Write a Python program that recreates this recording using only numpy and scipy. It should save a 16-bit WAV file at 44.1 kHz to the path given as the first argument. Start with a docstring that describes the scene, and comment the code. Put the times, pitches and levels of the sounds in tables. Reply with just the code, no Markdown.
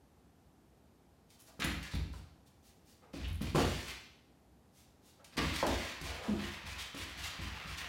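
"""A house hums under a bare, echoing room. A puppy shuffles, a claw ticks and a small tag clinks.
Three times the puppy jumps at an upright plywood board: the impacts of paws and body excite the
panel's bending modes, and claws rasp down the grain by stick-slip friction, with brief squeals.
After the third jump it hangs from the top edge, where its forepaws grind and stir the panel.
A slipping pad judders, and the hind legs keep scrabbling to the end."""
import sys
import numpy as np
from scipy import signal
from scipy.fft import rfft, irfft
from scipy.io import wavfile
from scipy.ndimage import uniform_filter1d

SR = 44100
rng = np.random.default_rng(int(sys.argv[2]) if len(sys.argv) > 2 else 0)


def to_wav(sig):
    """Store sig (one row per channel, or 1-D mono) as 16-bit WAV at the path in sys.argv[1].

    Samples outside -1..1 are clipped; the rate is SR.
    """
    pcm = np.clip(np.atleast_2d(sig), -1, 1) * 32767
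    pcm = np.round(pcm).astype(np.int16)
    wavfile.write(sys.argv[1], SR, pcm.T)  # frames by channels


N = 347922

# spectrum of the house's hum: f/Hz, relative level/dB
HUM_SPECTRUM = [(15, -53), (25, -40.5), (59, -0.5), (80, -2.5), (97, -5.5), (263, -7), (344, -11),
                (516, -15), (575, -16.5), (818, -14.5), (887, -19), (1400, -25), (2220, -30),
                (14400, -38.5), (16000, -56)]
# feet and fur shuffling on the floor between jumps: t/s, duration/s, level/dB
SHUFFLES = [(1.269, 0.12, -63), (1.379, 0.056, -57.5), (1.45, .066, -57), (2.451, 0.048, -62.5),
            (2.607, 0.13, -61), (2.822, 0.16, -62), (4.709, 0.16, -61), (5.0, .16, -61), (5.25, .05, -64)]
# pads rubbing dully at take-off and down the panel: t/s, duration/s, level/dB
PAD_RUBS = [(1.473, .036, -56.5), (3.009, 0.057, -57), (5.182, 0.05, -57.5), (5.993, 0.2, -49.5),
            (6.15, .2, -43.5)]
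# brief squeals of a claw: t/s, duration/s, level/dB, f/Hz
SQUEALS = [(1.602, 0.062, -38.5, 1960), (1.935, .04, -52, 4020), (3.225, .05, -46, 3060)]
# sharpest landings of a claw tip: t/s, level/dB
TICKS = [(1.303, -56), (1.599, -39), (1.6418, -32.5), (1.828, -43.5), (2.13, -54.5), (3.556, -38),
         (5.244, -46.5), (5.369, -39), (5.378, -37), (5.56, -35.5), (5.666, -34), (6.013, -40),
         (6.947, -45), (7.783, -42)]
# spectrum of hissing claw tips: f/Hz, relative level/dB
TIP_SPECTRUM = [(1000, -58.5), (3000, 1.5), (5000, 1.5), (7000, -1), (9000, -1.5), (12000, -6.5),
                (16000, -13)]
# spectrum of rasping wood: f/Hz, relative level/dB
WOOD_SPECTRUM = [(200, -23), (500, -15), (800, -8.5), (1100, -4), (1400, -4), (1800, -1), (2400, 0.5),
                 (3100, -1), (3900, -2), (5000, -5.5), (7000, -10), (10000, -23), (16000, -19)]
# runs of clinks, as of a collar tag: t/s, duration/s, level/dB
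JINGLES = [(1.401, .025, -53), (1.647, .006, -33.5), (1.95, .015, -47.5), (3.28, .08, -48.5),
           (3.419, .01, -41.5)]
# modes of the tag: f/Hz, relative level/dB, T60/s
TAG_MODES = [(9900, 1, 0.002), (11000, 3, .004), (11700, -7, 0.0055), (12800, -1, 0.0032),
             (14800, -10, .003)]
# paws and body striking the panel: t/s, force level/dB, contact time/ms (flesh long, bone short)
BLOWS = [(1.593, -38.5, 2.04), (1.644, -31.5, 2.1), (1.937, -29.5, 4.44), (2.138, -51.5, 0.37),
         (3.138, -37.5, 1.74), (3.235, -40, 6), (3.306, -38.5, 6.2), (3.41, -30.5, 2.5),
         (3.548, -22.5, 1.85), (3.558, -24, .95), (3.585, -30, .6), (3.629, -40, 8), (3.71, -44, 14),
         (5.362, -44, 2.2), (5.379, -28.5, 1.7), (5.44, -32.5, 3), (5.628, -25, 0.89), (5.675, -30.5, 1.54),
         (6.287, -37, 2.7)]
# bending modes of the panel: f/Hz, relative level/dB, T60/s
PANEL_MODES = [(40.6, 0, 0.42), (61.04, 8.5, 0.55), (74.6, 3.5, 0.19), (84, 5, 0.36), (101.8, -2, 0.2),
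               (123.7, -9.5, 0.23), (156.8, 2.5, 0.18), (201.4, -2, 0.15), (247.4, 2, 0.074),
               (276.6, -1, 0.15), (328, 2.5, 0.078), (387, -2.5, 0.05), (452, 6, 0.019), (541, -6.5, 0.099),
               (623, 1, 0.041), (708, -5.5, 0.1), (797, 1, 0.054), (886, 10.5, 0.011), (1003, 10.5, 0.018),
               (1160, -2, 0.025), (1310, 20, 0.0046)]
# claws raking in the jumps and the climb: t/s, duration/s, rasp level/dB, hiss level/dB
STROKES = [(1.598, 0.041, -33.5, -51.5), (1.641, .09, -42, -60.5), (1.827, 0.058, -45.5, -57),
           (1.909, 0.065, -46, -56.5), (2.134, 0.064, -64.5, -61), (3.132, 0.054, -48.5, -58),
           (3.189, 0.12, -50.5, -65), (3.408, 0.11, -46, -55.5), (3.546, 0.089, -36, -43),
           (3.642, 0.24, -43, -48), (3.87, 0.0514, -41.5, -48.5), (5.32, .045, -56, -70),
           (5.372, 0.025, -27.5, -48.5), (5.412, 0.12, -40, -51.5), (5.531, 0.1, -38.5, -47),
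           (5.665, .1, -39, -48.5), (5.771, 0.16, -42, -51), (6.22, 0.2, -53.5, -56)]
# forepaws grinding on the top edge: t/s, level/dB
GRIP_LEVELS = [(5.45, -46.5), (5.98, -52), (6.302, -51), (7.15, -53.5), (7.33, -48), (7.58, -49.5),
               (7.89, -53.5)]
# hind-leg kicks, in which the pad thumps and the claws rake, then catch again:
# t/s, force level/dB, contact time/ms, rake level/dB, catch delay/s, catch level/dB
KICKS = [(6.014, -39, 3.9, -43, 0.12, -47.5), (6.392, -43, 4.6, -45, .115, -46.5),
         (6.64, -45.5, 4.6, -44.5, 0.14, -41), (6.945, -41.5, 1.48, -42.5, .135, -48.5),
         (7.155, -48, 3.9, -44, .076, -40.5), (7.39, -36.5, 3.66, -46, .15, -50.5),
         (7.648, -43.5, 3.3, -45.5, 0.12, -43)]
# a pad sticking and slipping regularly: t/s, duration/s, first f/Hz, last f/Hz, level/dB
JUDDERS = [(6.279, 0.0333, 247.6, 267, -34.5), (6.281, 0.0606, 220.2, 198.2, -29.5),
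           (6.335, 0.042, 355, 330, -37), (6.381, 0.122, 331, 343.5, -52.5)]
# reverberation time of the room: f/Hz, T60/s
ROOM_T60 = [(100, 0.71), (400, 0.65), (1000, 0.62), (2500, 0.68), (5000, 0.74), (9000, 0.49), (15000, 0.54)]
# spectrum of the reverberation: f/Hz, level/dB
ROOM_SPECTRUM = [(50, -19), (110, -5), (200, -3), (500, 0.5), (4000, -3.5), (14000, -8)]


def from_db(db):
    """Amplitude grows tenfold for every 20 dB."""
    return 10 ** (np.asarray(db) / 20)


def rms_one(x):
    """Division by the RMS value gives unit power."""
    return x / np.sqrt(np.mean(x ** 2) + 1e-20)


def at_hz(points, hz):
    """Interpolation on a logarithmic frequency axis."""
    where, value = np.transpose(points)
    return np.interp(np.log(np.maximum(hz, 1)), np.log(where), value)


def add(track, s, sound):
    """Superposition: a sound adds to the track from time s on."""
    start = int(s * SR)
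    part = sound[:max(N - start, 0)]
    track[start:start + len(part)] += part


def colour(x, spectrum, size=512):
    """A minimum-phase filter imposes the spectrum; white noise keeps its power."""
    magnitude = from_db(at_hz(spectrum, np.fft.rfftfreq(size, 1 / SR)))
    cepstrum = irfft(np.log(magnitude))
    cepstrum[1:size // 2] *= 2
    cepstrum[size // 2 + 1:] = 0
    response = irfft(np.exp(rfft(cepstrum)))
    return signal.fftconvolve(x, response / np.linalg.norm(response))


def ring(force, hz, t60):
    """A damped oscillator answers a unit impulse with a decaying sine of unit height."""
    r, w = from_db(-60 / (t60 * SR)), 2 * np.pi * hz / SR
    return signal.lfilter([0, np.sin(w)], [1, -2 * r * np.cos(w), r * r], force + 1e-18)


def slips(count, per_s, spread_db, smooth):
    """Stick-slip friction: random snaps of uneven size over a smooth rub, at unit power."""
    sizes = from_db(spread_db * np.minimum(rng.exponential(1, count), 4))
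    signs = rng.choice([-1, 1], count)
    snaps = sizes * signs * (rng.random(count) < per_s / SR)
    return rms_one(rms_one(snaps) + smooth * rng.standard_normal(count))


def pressure(count, edge):
    """The normal force of a paw rises, holds and falls."""
    return signal.windows.tukey(count, np.clip(edge, .05, 1))


def house_hum(level_db=-65):
    """The building's background is stationary noise, strongest in the bass."""
    hum = colour(rng.standard_normal(N + SR), HUM_SPECTRUM, size=8192)[SR:SR + N]
    return from_db(level_db) * rms_one(hum)


def scuffs():
    """Sliding friction gives a swelling band of noise, broad for fur and pads, narrow for a claw."""
    out, hz = np.zeros(N), np.geomspace(60, 16000, 64)
    fur = [(*row, 4800, 1.5) for row in SHUFFLES]
    pads = [(*row, 610, 1) for row in PAD_RUBS]
    claws = [(*row, 0.3) for row in SQUEALS]
    for s, length, level_db, centre_hz, width_octaves in fur + pads + claws:
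        count = int(max(length, .01) * SR)
        detuning = np.log2(hz / centre_hz) / width_octaves
        band_db = -20 * np.log10(1 + detuning ** 2 + (detuning / 2) ** 6)
        rub = np.hanning(count) * slips(count, per_s=4000, spread_db=1.5, smooth=1.0)
        add(out, s, from_db(level_db) * colour(rub, list(zip(hz, band_db))))
    return out


def claw_ticks(decay_s=0.0072, wood_db=-3):
    """A brief impact has a broad spectrum: the claw tip cracks brightly and the wood answers."""
    out, t = np.zeros(N), np.arange(SR // 40) / SR
    for s, level_db in TICKS:
        tip, wood = from_db(level_db) * rng.standard_normal((2, len(t))) * np.exp(-t / decay_s)
        add(out, s, colour(tip, TIP_SPECTRUM) + from_db(wood_db) * colour(wood, WOOD_SPECTRUM))
    return out


def tag_clinks(mean_gap_s=.008, uneven_db=1.5):
    """Free vibration: each irregular touch rings the tag's modes with new strengths."""
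    out, touches = np.zeros(N), []
    for start, length, db in JINGLES:
        gaps = rng.exponential(mean_gap_s, 20)
        touches += [(start + after, db) for after in np.cumsum(gaps) - gaps[0] if after <= length]
    s, level_db = np.transpose(touches)
    scatter_db = rng.normal(0, uneven_db, (len(s), len(TAG_MODES)))
    for k, (hz, mode_db, t60) in enumerate(TAG_MODES):
        impulses = np.zeros(N)
        impulses[(s * SR).astype(int)] = from_db(level_db + mode_db + scatter_db[:, k])
        out += ring(impulses, hz, t60)
    return out


def all_blows(lag_s=.048, weight_db=-43, weight_ms=4.8, typical_db=-37.5, db_per_db=0.37):
    """Momentum arrives in two impacts: first the paw, then, softly, the weight behind it."""
    paws = BLOWS + [kick[:3] for kick in KICKS]
    weight = [(s + lag_s, weight_db + db_per_db * (db - typical_db), weight_ms) for s, db, _ in paws]
    return paws + weight


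def panel_thumps(rise_db_per_octave=8, fall_db_per_octave=8.5, uneven_db=1.0, sway_hz=140):
    """An impact best excites modes whose half period is near its contact time: flesh low, bone high."""
    s, blow_db, contact_ms = np.transpose(all_blows())
    favoured_hz = 1000 / (2 * np.maximum(contact_ms, .2))
    luck = rng.standard_normal((len(s), 2, len(PANEL_MODES)))
    out = np.zeros(N)
    for k, (hz, mode_db, t60) in enumerate(PANEL_MODES):
        octaves = np.log2(hz / favoured_hz)
        force_db = blow_db + np.minimum(rise_db_per_octave * octaves, -fall_db_per_octave * octaves)
        # low neighbours start in antiphase, so the boom swells; higher up the spot struck sets the sign
        sign = (-1) ** k if hz < sway_hz else np.sign(luck[:, 1, k])
        impulses = np.zeros(N)
        impulses[(s * SR).astype(int)] = sign * from_db(force_db + mode_db + uneven_db * luck[:, 0, k])
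        out += ring(impulses, hz, t60)
    return out


def all_strokes(lag_s=.018, rake_s=0.086, catch_s=0.054, hiss_db=-51.5, typical_db=-44, db_per_db=1.75):
    """Each kick adds a rake and a catch to the strokes; their friction hiss grows with force."""
    rakes = []
    for s, _, _, rake_db, after, catch_db in KICKS:
        rakes += [(s + lag_s, rake_s, rake_db), (s + after, catch_s, catch_db)]
    return STROKES + [(s, span, db, hiss_db + db_per_db * (db - typical_db)) for s, span, db in rakes]


def wood_rasp(friction, tilt_db_per_octave, claw_hz, claw_db=-7, q=12):
    """Source and filter: the wood colours the friction, and each claw stresses its own narrow band."""
    spectrum = [(hz, db + tilt_db_per_octave * np.log2(hz / 2000)) for hz, db in WOOD_SPECTRUM]
    rasp = colour(friction, spectrum)
    resonances = sum(signal.lfilter(*signal.iirpeak(hz, q, fs=SR), rasp) for hz in claw_hz)
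    return rasp + from_db(claw_db) * resonances


def claw_scratches(lead_s=.006, ease_s=0.017, rasp_fade_db_per_s=24.5, hiss_fade_db_per_s=37):
    """Stick-slip on the grain makes the wood rasp and the tips hiss; both fade as the stroke slows."""
    out, strokes = np.zeros(N), all_strokes()
    pitches = np.exp(rng.uniform(np.log(1700), np.log(5200), (len(strokes), 3)))
    for (s, length, rasp_db, hiss_db), claw_hz in zip(strokes, pitches):
        span = max(length, .01) + 2 * lead_s
        count = int(span * SR)
        t, press = np.arange(count) / SR, pressure(count, edge=2 * ease_s / span)
        bite = press * slips(count, per_s=900, spread_db=2.0, smooth=0.44)
        bite *= from_db(rasp_db - rasp_fade_db_per_s * t)
        glide = press * slips(count, per_s=2000, spread_db=3.8, smooth=1.0)
        glide *= from_db(hiss_db - hiss_fade_db_per_s * t)
        tilt = 1.5 + 0.23 * (hiss_db - rasp_db)   # the more the tips hiss, the brighter the rasp
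        add(out, s - lead_s, from_db(-1.32) * wood_rasp(bite, tilt, claw_hz))
        add(out, s - lead_s, from_db(1.5) * colour(glide, TIP_SPECTRUM))
    return out


def grip_grind(creep_s=.07, lead_s=.04, uneven_db=3.5, hiss_db=-19):
    """Friction under load yields in short creeps over the edge, each gritty and with its own pitches."""
    times, level_db = np.transpose(GRIP_LEVELS)
    out, count = np.zeros(N), int(2 * creep_s * SR)
    for s in np.arange(times[0] - lead_s, N / SR, creep_s):
        gain = from_db(np.interp(s, times, level_db) + uneven_db * rng.standard_normal())
        grind = gain * np.sqrt(np.hanning(count)) * slips(count, per_s=320, spread_db=2.7, smooth=0.34)
        claw_hz = np.exp(rng.uniform(np.log(1000), np.log(3200), 3))
        rasp = wood_rasp(grind, tilt_db_per_octave=-3, claw_hz=claw_hz)
        add(out, s - creep_s / 2, rasp + from_db(hiss_db) * colour(grind, TIP_SPECTRUM))
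    return out


def panel_rumble(relative_db=-11):
    """Forced vibration: the grinding grip keeps the panel's modes faintly stirring."""
    times, level_db = np.transpose(GRIP_LEVELS)
    t = np.arange(N) / SR
    hanging = t > times[0]
    friction = slips(N, per_s=150, spread_db=2.0, smooth=0.43) * hanging
    stirred = sum(from_db(mode_db) * ring(friction, hz, t60) for hz, mode_db, t60 in PANEL_MODES)
    return from_db(relative_db + np.interp(t, times, level_db)) * stirred / np.std(stirred[hanging])


def pad_judders(overtone_db=-15):
    """Periodic stick-slip: a pad grips and lets go hundreds of times a second, and the panel groans."""
    out = np.zeros(N)
    for s, length, first_hz, last_hz, level_db in JUDDERS:
        count = int(length * SR)
        phase = 2 * np.pi * np.cumsum(np.linspace(first_hz, last_hz, count)) / SR
        tone = np.sin(phase) + from_db(overtone_db) * np.sin(2 * phase)
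        add(out, s, from_db(level_db) * pressure(count, edge=0.15) * tone)
    return out


def room_tail(build_s=0.0011):
    """Hard walls build a diffuse field that decays exponentially, soonest in the high treble."""
    t = np.arange(SR) / SR
    white, tail = rfft(rng.standard_normal(SR)), np.zeros(SR)
    hz, edges = np.fft.rfftfreq(SR, 1 / SR), np.geomspace(30, 18000, 25)
    for low, high in zip(edges, edges[1:]):
        centre = np.sqrt(low * high)
        envelope = from_db(-60 * t / at_hz(ROOM_T60, centre)) * (1 - np.exp(-t / build_s))
        band = irfft(white * ((hz >= low) & (hz < high)), SR) * envelope
        gain = from_db(at_hz(ROOM_SPECTRUM, centre)) * np.sqrt(2 * (high - low) / SR)
        tail += gain * band / np.linalg.norm(band)
    return tail


def room(x, direct_db=-6.0, spots=5, moves_per_s=14):
    """Reflections depend on source position: each spot the paws move to has its own impulse response."""
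    spot = (np.arange(N) // (SR // moves_per_s)) % spots
    shares = [uniform_filter1d(1. * (spot == k), SR // 100) for k in range(spots)]   # 10 ms crossfades
    reverberation = sum(signal.oaconvolve(x * share, room_tail())[:N] for share in shares)
    return from_db(direct_db) * x + reverberation


def scene(groan_direct_db=-5, groan_room_db=-4.5):
    """The sources superpose across the room; the panel faces the listener, so its groan is more direct."""
    groan = pad_judders()
    puppy = panel_thumps() + panel_rumble() + claw_scratches() + grip_grind()
    puppy += scuffs() + claw_ticks() + tag_clinks() + from_db(groan_room_db) * groan
    return (room(puppy) + from_db(groan_direct_db) * groan + house_hum())[None]


def record(dry, low_hz=32, high_hz=15900):
    """Band limiting: the microphone sheds the deepest bass, and a steep low-pass cuts the top."""
    thinned = signal.sosfilt(signal.butter(2, low_hz, "high", fs=SR, output="sos"), dry)
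    return signal.sosfilt(signal.ellip(12, .1, 80, high_hz, fs=SR, output="sos"), thinned)


dry = scene()
out = record(dry)
to_wav(out)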